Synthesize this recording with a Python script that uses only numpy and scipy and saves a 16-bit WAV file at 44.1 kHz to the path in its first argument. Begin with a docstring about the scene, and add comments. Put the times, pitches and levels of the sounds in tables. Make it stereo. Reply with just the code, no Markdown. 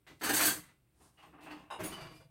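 """Light bumps on the rack of an open dishwasher, then cutlery drops into its basket, a few metres
from a stereo pair of microphones in a live kitchen. A sleeve swishes, dishes are nudged on the wooden
counter, a hollow cup clacks and the counter thuds. A lifted mug clinks and leaves a plate chattering.
Every contact is a click with small rebounds that sets the object ringing; faint room tone lies below."""
import sys
import numpy as np
from scipy import signal
from scipy.fft import rfft, irfft, next_fast_len
from scipy.io import wavfile
from scipy.ndimage import uniform_filter1d

SR = 44100
rng = np.random.default_rng(int(sys.argv[2]) if len(sys.argv) > 2 else 0)


def unload_wav(signal):
    """Save mono or channel-first audio to the path in sys.argv[1] as 16-bit WAV at rate SR, clipped to [-1, 1]."""
    wavfile.write(
        sys.argv[1],
        SR,
        np.round(np.clip(np.atleast_2d(signal).T, -1, 1) * 32767).astype(np.int16),
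    )


N = 101429


def cutlery(spots=3):
    """Metal pieces land in the basket; later a fork clinks faintly on a plate. One track per spot."""
    hits = [(.212, -1.5, -1.5, -14.5, 0.0068), (.234, 1, 4, 0, 0.004), (.256, 0.5, 3.5, -6, 0.015),
            (.289, 7, 8.5, 1, 0.0081), (.312, 4, -19, -13, 0.01), (.335, 2, 3, 6.5, 0.0051),
            (.363, -1, 4.5, 6, .01), (.389, 0, 13, 1.5, 0.018), (.406, -0.5, -5.5, 4.5, 0.0054),
            (.424, 1.5, 5.5, 6, .012), (.45, 1.5, -0.5, 10.5, 0.0041), (.47, 3.5, 5, 2, 0.0058),
            (.5, -6.5, -3.5, -9, 0.018), (.55, -6, -12, -16, 0.011), (1.51, -17.5, -20.5, -36.5, 0.0026)]  # start_s, bass_db, middle_db, treble_db, rebound_s
    knock = [(30, -17.5), (55, -7), (130, 1), (230, 0), (500, 1), (1000, 1.5), (2500, 1.5), (5300, -5),
             (8000, -2.5), (12000, -1), (16000, -7.5)]  # knock colour: frequency_hz, level_db
    modes = [(301.8, 16, 0.19), (779, 4, 0.13), (1598, 1, .02), (1755, -2, 0.015), (4480, 10, 0.016),
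             (6171.3, 7, 0.05), (6530, 4, .04), (7980, 3.5, 0.016), (8490, 8.5, 0.021), (10345, -14, 0.02),
             (11700, 6, .09), (13960, 3, 0.021), (14200, 8, 0.029), (14001, 5.5, .04)]  # pitch_hz, level_db, t60_s
    return [struck(hits[k::spots], knock, modes, own_modes=6) for k in range(spots)]


def rack():
    """The dishwasher rack hums briefly after each light bump."""
    bumps = [(.067, -14, -14.5, -29.5, 0.011), (.097, -4.5, -19.5, -38, 0.012), (.15, -16, -49, -42, 0.014),
             (.195, -28, -32, -28, 0.0083), (.61, -29, -18.5, -37, 0.03), (.68, -20.5, -24.5, -42, 0.022)]  # start_s, bass_db, middle_db, treble_db, rebound_s
    knock = [(30, -17.5), (110, 0), (220, -8), (500, -1.5), (1000, 0), (2300, 2), (3700, 4), (6000, 0.5),
             (10000, -3), (16000, -6.5)]  # knock colour: frequency_hz, level_db
    modes = [(320, 14, .14), (1643.8, 4, 0.034), (1997, 4.5, 0.028), (8600, 5, 0.0076)]  # pitch_hz, level_db, t60_s
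    return struck(bumps, knock, modes)


def dishes():
    """Nudged dishes knock dully on the counter."""
    nudges = [(1.0, -9, -33.5, -43, 0.013), (1.176, -24.5, -20.5, -25.5, 0.021),
              (1.222, -15.5, -18.5, -24, 0.014), (1.262, -13, -26.5, -31, 0.031),
              (1.329, -12.5, -18.5, -46, 0.013), (1.378, -15.5, -16.5, -49, 0.011),
              (1.406, -18, -23, -21.5, .01), (1.426, -8.5, -20, -17, 0.017), (1.457, -9, -8.5, -30, 0.026),
              (1.5, -8.5, -8, -17, 0.011), (1.515, -1, -16, -95, 0.011), (1.55, -5, -17, -24, 0.037),
              (1.625, -19, -23, -44.5, 0.045)]  # start_s, bass_db, middle_db, treble_db, rebound_s
    knock = [(30, -23), (70, -9), (220, -6), (450, 1.5), (900, -1), (2000, 3), (3500, -4), (6500, -11.5),
             (10000, -14.5), (16000, -19)]  # knock colour: frequency_hz, level_db
    modes = [(166, 6.9, 0.19), (298, 15.7, .15), (821, 1.6, 0.015), (1030, 1.8, 0.036), (2670, 4.4, 0.015),
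             (2820, 3, 0.046), (4970, 2, .04), (8500, 2, 0.0085)]  # pitch_hz, level_db, t60_s
    return struck(nudges, knock, modes)


def cup():
    """A hollow cup clacks, its strong modes dying fast."""
    clacks = [(1.703, -27, -12, -26, 0.0073), (1.72, -15, -16.5, -32, 0.0032),
              (1.737, -19, -16.5, -41, 0.0017)]  # start_s, bass_db, middle_db, treble_db, rebound_s
    knock = [(40, -10), (250, 5), (600, 6), (1500, 3.5), (3000, 6), (5000, -17), (9000, 3), (16000, -18.5)]  # knock colour: frequency_hz, level_db
    modes = [(520, 3.6, 0.037), (800, 13.4, 0.02), (921, 23.8, 0.035), (2809, 23.3, 0.11), (2886, 15, .07),
             (3850, 15.7, 0.028), (3790, 20, 0.041), (5064.3, 32.4, 0.044), (6470, 15, 0.033),
             (6940, 12, 0.0806), (7650, 8.4, 0.035), (8280, 8, 0.03307), (9242.5, 12.6, 0.059),
             (10751, 14, 0.061), (11900, 13, .06), (13780, 13, .08)]  # pitch_hz, level_db, t60_s
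    return struck(clacks, knock, modes)


def counter():
    """The wooden counter thuds in its low modes."""
    thuds = [(1.79, 3, -1.5, -21, 0.0061), (1.801, 2, -1, -16.5, 0.0072), (1.819, -1.5, -8.5, -26, 0.013)]  # start_s, bass_db, middle_db, treble_db, rebound_s
    knock = [(30, -29), (65, -3.5), (130, -3.5), (200, 0.5), (400, -2.5), (650, -8.5), (1000, -4),
             (2300, -1), (4000, -8), (7000, -5.5), (12000, -2.5), (16000, -11.5)]  # knock colour: frequency_hz, level_db
    modes = [(144, 5, 0.14), (180, 2.8, 0.26), (314, 12.3, 0.076), (384.7, 4, 0.15), (627, 11.6, 0.061)]  # pitch_hz, level_db, t60_s
    return struck(thuds, knock, modes)


def mug():
    """A lifted mug clinks twice and rings high."""
    clinks = [(1.835, -9, -17, -11.5, 0.0027), (1.846, -8, -18, -19, 0.0089)]  # start_s, bass_db, middle_db, treble_db, rebound_s
    knock = [(100, 5), (1000, 9), (2600, 10.5), (5000, -2.5), (10000, -3.5), (16000, -5.5)]  # knock colour: frequency_hz, level_db
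    modes = [(4856, 16.7, .1), (6520, 17, 0.075), (6900, 21, 0.12), (7930, 16, 0.12), (9000, 19, 0.022),
             (9330, 23, 0.0542), (10110, 20, 0.045), (12100, 18, 0.038), (12490, 13, 0.0676),
             (13600, 21, .1), (14000, 17, .1), (14350, 20, .1), (15130, 22, .1)]  # pitch_hz, level_db, t60_s
    return struck(clinks, knock, modes)


def plate():
    """A plate chatters in a fading run of knocks."""
    hits = [(1.86, 0, -6.5, -14, 0.033), (1.918, -1, -2.5, -14.5, .006), (1.962, 0, -3, -25, 0.022),
            (2.005, -2.5, -5, -19.5, 0.0086), (2.045, -4, -6, -26.5, 0.017), (2.09, -5, -13.5, -26, 0.033),
            (2.147, -9, -23, -25, 0.014), (2.202, -5, -21, -33.5, 0.0049)]  # start_s, bass_db, middle_db, treble_db, rebound_s
    knock = [(30, -16), (65, -6), (140, -2.5), (240, -7), (500, -3.5), (1200, -2), (2800, -2.5),
             (4000, -4.5), (7000, -8), (12000, -6), (16000, -19)]  # knock colour: frequency_hz, level_db
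    modes = [(149, 5.8, 0.12), (322, 4.24, 0.063), (663, 1.3, 0.066), (1100, 1.9, 0.067), (2315, 7.8, 0.05),
             (2866, 7.7, 0.034), (4680, 9.9, 0.01333), (5200, 3, 0.11), (6220, 3.036, 0.037),
             (8300, 3.6, 0.015), (8907, 5, 0.032)]  # pitch_hz, level_db, t60_s
    return struck(hits, knock, modes)


def rims():
    """A rim chatters briefly against its neighbour and rings out on one note."""
    pings = [(0.238, 4570, -27, 0.046), (0.344, 4625, -36, .03), (1.172, 2880, -55, .09),
             (1.255, 11950, -69.5, .1), (1.426, 14950, -57, .06), (1.507, 4484, -46.5, 0.042),
             (1.914, 3020, -41, 0.057), (1.976, 4660, -49, 0.081), (2.085, 2388, -57.5, 0.36),
             (2.147, 4930, -58, 0.085)]  # start_s, pitch_hz, level_db, t60_s
    out, t = np.zeros(N), np.arange(N // 4) / SR
    for start_s, pitch_hz, level_db, t60_s in pings:
        note = from_db(-60 * t / t60_s) * np.sin(2 * np.pi * pitch_hz * t)
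        ring = signal.fftconvolve(note, contact(rebound_s=0.0053, size=4096, lead=0))
        start = int(start_s * SR)
        out[start:start + len(ring)] += (from_db(level_db) * ring / abs(ring).max())[:N - start]
    return out


def struck(hits, knock, modes, own_modes=0, size=16384, lead=256):
    """Each contact gives a dry knock and excites the modes anew; own_modes more are drawn per hit."""
    bands_hz, spread_db = (200, 1500, 9000), 2
    own_range_hz, own_db, own_t60_s = (2188, 15560), 6.5, 0.056
    out, hz = np.zeros(N + size), np.fft.rfftfreq(size, 1 / SR)
    body = resonances(modes, hz)
    for start_s, *levels_db, rebound_s in hits:
        strengths = from_db(spread_db * rng.standard_normal((len(modes), 1)))
        response = 1 + (strengths * body).sum(0)  # the 1 is the dry knock
        if own_modes:
            pitches = rng.uniform(*own_range_hz, own_modes)
            response += resonances([(f, own_db, own_t60_s) for f in pitches], hz).sum(0)
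        colour = from_db(at_hz(knock, hz) + at_hz(list(zip(bands_hz, levels_db)), hz))
        start = int(start_s * SR) - lead
        out[start:start + size] += irfft(rfft(contact(rebound_s, size, lead)) * colour * response)
    return out[:N]


def contact(rebound_s, size, lead):
    """Force of one contact: a click, `lead` samples in, and a dying run of uneven rebounds; energy 1."""
    touch_db, rebound_db, spread_db = -4.5, -9, 5.5
    rebounds_per_s, rise_s = 700, 0.0017
    t = np.maximum(np.arange(size) - lead, 0) / SR
    rebounds = rng.random(size) < rebounds_per_s / SR
    strengths = from_db(rebound_db + spread_db * rng.standard_normal(size)) * rng.choice([-1, 1], size)
    envelope = (1 - np.exp(-t / rise_s)) * np.exp(-(t / rebound_s) ** 2 / 2)
    clicks = rebounds * strengths * envelope
    clicks[lead] = from_db(touch_db)
    return clicks / np.linalg.norm(clicks)


def resonances(modes, hz):
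    """Frequency response of damped modes, one row each."""
    pitch_hz, level_db, t60_s = np.transpose(modes)[:, :, None]
    damping = 1j * hz * np.log(1000) / (np.pi * t60_s)
    return from_db(level_db) * damping / (pitch_hz ** 2 - hz ** 2 + damping)


def sleeve():
    """Cloth swishes as the arm comes up."""
    swell = [(.93, -90), (1.0, -72), (1.025, -63), (1.065, -63.5), (1.121, -75), (1.18, -76)]  # time_s, level_db
    colour = [(100, -20), (400, 5), (1000, 9.5), (2500, -4), (5000, 0), (7000, -1), (9000, 4.5),
              (12000, -5), (16000, -16)]  # frequency_hz, level_db
    time_s, level_db = np.transpose(swell)
    return np.interp(np.arange(N) / SR, time_s, from_db(level_db), left=0, right=0) * hiss(colour)


def kitchen(x, size=32768, bands=12):
    """A few metres off: weak direct sound, left microphone first, and a dense tail longest in the bass."""
    reverb_times = [(60, 0.46), (150, .5), (300, 0.1728), (700, 0.19), (2000, 0.2), (5000, 0.22),
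                    (9000, .27), (15000, 0.2041)]  # frequency_hz, t60_s
    direct_db, right_lag_s = -14.5, .00007
    build_s, tail_s, smoothing_hz = 0.0034, .55, 45
    t, hz = np.arange(size) / SR, np.fft.rfftfreq(size, 1 / SR)
    noise, tail = rfft(diffuse_noise(size)), np.zeros((2, size))
    centres = np.geomspace(60, 15000, bands)
    for centre, share in zip(centres, np.eye(bands)):
        decay = from_db(-60 * t / at_hz(reverb_times, centre))
        tail += irfft(noise * at_hz(list(zip(centres, share)), hz), size) * decay
    spectrum = rfft(tail)
    power = uniform_filter1d(np.mean(abs(spectrum) ** 2, 0), int(smoothing_hz * size / SR))
    even_tail = irfft(spectrum / np.sqrt(power))
    response = even_tail * (1 - np.exp(-t / build_s)) * (t < tail_s)
    response /= np.linalg.norm(response, axis=1, keepdims=True)
    response[0, 0] += from_db(direct_db)
    response[1, int(right_lag_s * SR)] += from_db(direct_db)
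    return signal.fftconvolve(x[None], response, axes=1)[:, :N]


def room_tone(level_db=-71):
    """The kitchen's faint, steady rumble and hiss."""
    colour = [(20, -22.5), (40, -8.5), (65, 8), (95, -4), (135, 7), (220, -9), (310, -3.5), (450, -15),
              (1000, -18), (2500, -18.5), (6800, -30.5), (8600, -21.5), (11000, -26), (16000, -24)]  # frequency_hz, level_db
    return from_db(level_db) * hiss(colour)


def hiss(colour):
    """Diffuse noise of a given colour, rms 1."""
    size = next_fast_len(N)
    gain = from_db(at_hz(colour, np.fft.rfftfreq(size, 1 / SR)))
    noise = irfft(rfft(diffuse_noise(size)) * gain, size)[:, :N]
    return noise / noise.std()


def diffuse_noise(size):
    """Noise at the two microphones, alike in the bass and unrelated in the treble."""
    stereo_width = [(60, -11.5), (150, -14.5), (320, -9.5), (700, -4), (1300, 0.5), (15000, -0.5)]  # frequency_hz, side_over_mid_db
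    mid, side = rfft(rng.standard_normal((2, size)))
    width = from_db(at_hz(stereo_width, np.fft.rfftfreq(size, 1 / SR)))
    return irfft((mid + width * side * np.array([[1], [-1]])) / np.sqrt(1 + width ** 2), size)


def from_db(db):
    """Decibels to gain."""
    return 10 ** (np.asarray(db) / 20)


def at_hz(points, hz):
    """Read a table on a log-frequency axis."""
    f, value = np.transpose(points)
    return np.interp(np.log(np.maximum(hz, 1)), np.log(f), value)


def scene(left_over_right_db=1.28):
    """Each object reaches the microphones by its own paths through the room."""
    sources = cutlery() + [rack(), dishes(), cup(), counter(), mug(), plate() + rims()]
    clatter = sum(kitchen(x) for x in sources)
    balance = from_db([[left_over_right_db / 2], [-left_over_right_db / 2]])
    return (clatter + sleeve() + room_tone()) * balance


def record(dry, cutoff_hz=15950):
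    """The top of the treble is cut steeply."""
    return signal.sosfilt(signal.ellip(12, .2, 80, cutoff_hz, fs=SR, output="sos"), dry)


dry = scene()
out = record(dry)
unload_wav(out)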